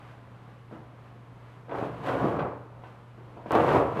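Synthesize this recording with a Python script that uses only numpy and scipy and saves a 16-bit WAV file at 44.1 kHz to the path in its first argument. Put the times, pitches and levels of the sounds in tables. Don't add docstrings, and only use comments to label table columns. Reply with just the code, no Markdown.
import sys
import numpy as np
from scipy import signal
from scipy.fft import rfft, irfft
from scipy.io import wavfile
from scipy.ndimage import uniform_filter1d

SR = 44100
rng = np.random.default_rng(int(sys.argv[2]) if len(sys.argv) > 2 else 0)


def unload_wav(signal):
    wavfile.write(
        sys.argv[1],
        SR,
        np.round(np.clip(np.atleast_2d(signal).T, -1, 1) * 32767).astype(np.int16),
    )


N = 176400


def amp(db):
    return 10 ** (np.asarray(db) / 20)


def read(points, hz):
    f, value = np.transpose(points)
    return np.interp(np.log(hz + 1), np.log(f), value)


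def level(points):
    return amp(np.interp(np.arange(N) / SR, *np.transpose(points)))


def add(mix, start_s, sound):
    part = mix[round(start_s * SR):][:len(sound)]
    part += sound[:len(part)]


def pulse(spectrum, size=4096):
    hz = abs(np.fft.fftfreq(size, 1 / SR))
    log_gain = np.log(amp(read(spectrum, hz)))
    response = np.exp(np.conj(signal.hilbert(log_gain)))
    impulse = np.fft.ifft(response).real
    return impulse / np.linalg.norm(impulse)


def colour(x, spectrum):
    shaped = irfft(rfft(x, N) * rfft(pulse(spectrum), N), N)
    return shaped / np.sqrt(np.mean(shaped ** 2) + 1e-20)


def clicks(per_s, spread_db, window=2048):
    train = (rng.random(N) < per_s / SR) * rng.choice([-1, 1], N)
    train = train * amp(spread_db * np.minimum(rng.exponential(1, N), 4))
    power = abs(uniform_filter1d(train ** 2, window))
    return train / np.sqrt(power + 1e-9)


# f/pitch, level/dB
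POP_SPECTRUM = [(.06, -40.5), (.25, -9.5), (.6, -1.5), (1, -2.5), (1.5, -6), (2.3, -19), (4, -27.5),
                (8, -54), (20, -74)]
# f/Hz, level/dB
SCUFF_SPECTRUM = [(100, -48), (700, -25), (1500, 22), (2400, 9.5), (3300, 6.5), (5500, -18), (8000, -31),
                  (13000, -34), (16000, -47)]
# t/s, pop level/dB, pitch/Hz, scuff level/dB
FOLD_SNAPS = [(.712, -36, 416, -66), (.727, -35.5, 440, -63), (0.772, -46, 470, -70),
              (1.684, -41, 453, -57), (1.695, -32, 840, -56), (1.713, -30.5, 790, -41.5),
              (1.826, -24.5, 475, -52), (1.915, -35, 387, -59), (2.084, -20.5, 614, -28),
              (2.243, -18.5, 510, -56), (2.394, -19.5, 760, -32), (2.837, -38, 700, -46.5),
              (3.179, -40.5, 494, -64), (3.209, -43, 494, -66), (3.373, -37, 535, -73),
              (3.387, -40, 626, -60), (3.46, -29, 520, -53), (3.463, -39, 620, -47), (3.508, -16, 800, -52),
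              (3.524, -22, 760, -33), (3.552, -9, 760, -25.5), (3.573, -24, 630, -42),
              (3.602, -16.5, 510, -30), (3.682, -14.5, 664, -26), (3.74, -22.5, 500, -42),
              (3.759, -15.5, 736, -52), (3.972, -22.5, 710, -54)]


def snaps():
    crumple_s, crumple_db = 0.0086, -22
    echo_s, echo_db = 0.00301, -9
    scuff_s = 0.0044
    out, t = np.zeros(N), np.arange(SR // 20) / SR
    for start_s, pop_db, pitch_hz, scuff_db in FOLD_SNAPS:
        creases, threads = rng.standard_normal((2, len(t)))
        drive = amp(crumple_db) * creases * np.exp(-t / crumple_s)
        drive[0] = 1
        pop = pulse([(pitch_hz * ratio, db) for ratio, db in POP_SPECTRUM])
        pop /= abs(pop).max()
        scrape = threads * t / scuff_s * np.exp(-t / scuff_s)
        add(out, start_s, amp(pop_db) * signal.fftconvolve(drive, pop))
        add(out, start_s + echo_s, amp(pop_db + echo_db) * pop)
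        add(out, start_s, amp(scuff_db) * signal.fftconvolve(scrape, pulse(SCUFF_SPECTRUM)))
    return room(out, wet_db=-0.5)


# f/Hz, level/dB
FOLD_SPECTRUM = [(30, -55), (70, -9.5), (130, -5.5), (220, -17), (290, -0.5), (360, -5.5), (480, 1),
                 (650, -2), (850, -6), (1100, -6.5), (1500, -16.5), (1900, -25), (2400, -28), (3600, -43),
                 (5500, -58), (10000, -79.5), (16000, -66)]
# t/s, level/dB
FLUTTER_LEVEL = [(0, -57.5), (.2, -62.5), (.5, -58), (.69, -69), (.73, -49), (.8, -55.5), (.9, -61),
                 (1.675, -59), (1.715, -35), (1.78, -34.5), (1.85, -37), (1.9, -45), (2.0, -49.5),
                 (2.08, -31), (2.19, -31.5), (2.27, -30.5), (2.34, -35.5), (2.42, -30.5), (2.5, -41),
                 (2.58, -58.5), (2.76, -55.5), (3.1, -64), (3.38, -52.5), (3.5, -63), (3.525, -24),
                 (3.6, -26), (3.65, -29), (3.72, -24), (3.77, -22), (3.83, -29.5), (3.88, -39.5),
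                 (3.96, -40.5), (3.99, -28)]


def flutter():
    folds = colour(clicks(per_s=1300, spread_db=3), FOLD_SPECTRUM)
    return room(level(FLUTTER_LEVEL) * folds, wet_db=-4.5)


# f/Hz, level/dB
WEAVE_SPECTRUM = [(60, -15), (300, -6), (1000, 7), (1900, -4.5), (2900, -8.5), (4000, -17), (5500, -25),
                  (8000, -29), (12500, -33.5), (14500, -38.5), (16000, -55)]
# t/s, level/dB
SLIDE_LEVEL = [(0, -55.5), (.12, -54), (.2, -64), (.5, -60), (.66, -67), (.74, -56), (.9, -68.5),
               (1.07, -58.5), (1.2, -70), (1.52, -57), (1.67, -67), (1.76, -45.5), (1.85, -45.5),
               (1.91, -52), (2.02, -50), (2.07, -36.5), (2.15, -42), (2.28, -43.5), (2.45, -54.5),
               (2.75, -76), (2.87, -55), (3.1, -68), (3.3, -61), (3.45, -60.5), (3.505, -46.5), (3.53, -38),
               (3.66, -37), (3.76, -33.5), (3.85, -46), (3.94, -47.5), (4, -41)]


def slide():
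    hiss = colour(clicks(per_s=7800, spread_db=2), WEAVE_SPECTRUM)
    return room(level(SLIDE_LEVEL) * hiss, wet_db=-8.5)


# f/Hz, level/dB
AIR_SPECTRUM = [(25, -42), (50, -38), (75, -14), (105, -6.5), (135, 7.5), (165, 5.5), (230, 1),
                (400, -27.5), (1000, -31), (4000, -85)]
# t/s, level/dB, half-width/s
AIR_SWELLS = [(1.85, -42.5, 0.076), (2.02, -44, 0.021), (2.14, -46, 0.045), (2.245, -32.5, 0.039),
              (2.4, -38, 0.055), (3.57, -40, 0.054), (3.76, -40, 0.066), (3.99, -34.5, 0.051)]


def billows():
    t = np.arange(N) / SR
    swell = sum(amp(db) * np.exp(-.5 * ((t - peak_s) / half_width_s) ** 2)
                for peak_s, db, half_width_s in AIR_SWELLS)
    return swell * colour(rng.standard_normal(N), AIR_SPECTRUM)


# f/Hz, level/dB
TICK_SPECTRUM = [(200, -23), (2000, 8), (5000, 9), (14000, -1), (16000, -2)]
# t/s, level/dB
DRY_TICKS = [(3.52, -22), (3.5517, -31), (3.555, -27)]


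def ticks():
    out = np.zeros(N)
    for start_s, db in DRY_TICKS:
        add(out, start_s, amp(db) * pulse(TICK_SPECTRUM))
    return out


# f/Hz, T60/s
ROOM_T60 = [(100, 0.99), (500, 0.53), (1500, 0.58), (4000, 0.16), (12000, 0.34)]


def room(x, wet_db, gap_s=.003):
    slot = 20
    count = SR // slot
    taps = np.zeros(SR)
    taps[np.arange(count) * slot + rng.integers(0, slot, count)] = rng.choice([-1, 1], count)
    hz, t, bands = signal.stft(taps, SR, nperseg=256)
    decay = amp(-60 * t / read(ROOM_T60, hz)[:, None])
    tail = signal.istft(bands * decay, SR)[1]
    out = x.copy()
    add(out, gap_s, amp(wet_db) * signal.fftconvolve(x, tail / np.linalg.norm(tail)))
    return out


# f/Hz, level/dB
NOISE_SPECTRUM = [(20, -9), (40, -1), (65, 3), (150, 8), (300, -1), (600, -11), (1000, -7), (2000, -14),
                  (3000, -20.5), (5500, -33), (9000, -37.5), (13000, -40), (15000, -58)]


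def background():
    noise_db, hum_hz, hum_db = -54.5, 119.4, -50.5
    hum = np.sqrt(2) * np.sin(2 * np.pi * (hum_hz * np.arange(N) / SR + rng.random()))
    noise = colour(rng.standard_normal(N), NOISE_SPECTRUM)
    return amp(noise_db) * noise + amp(hum_db) * hum


def scene():
    return (snaps() + flutter() + slide() + billows() + ticks() + background())[None]


def record(dry):
    cutoff_hz = 15750
    lowpass = signal.firwin(511, cutoff_hz, window=("kaiser", 9), fs=SR)
    return signal.oaconvolve(dry, lowpass[None], "same")


dry = scene()
out = record(dry)
unload_wav(out)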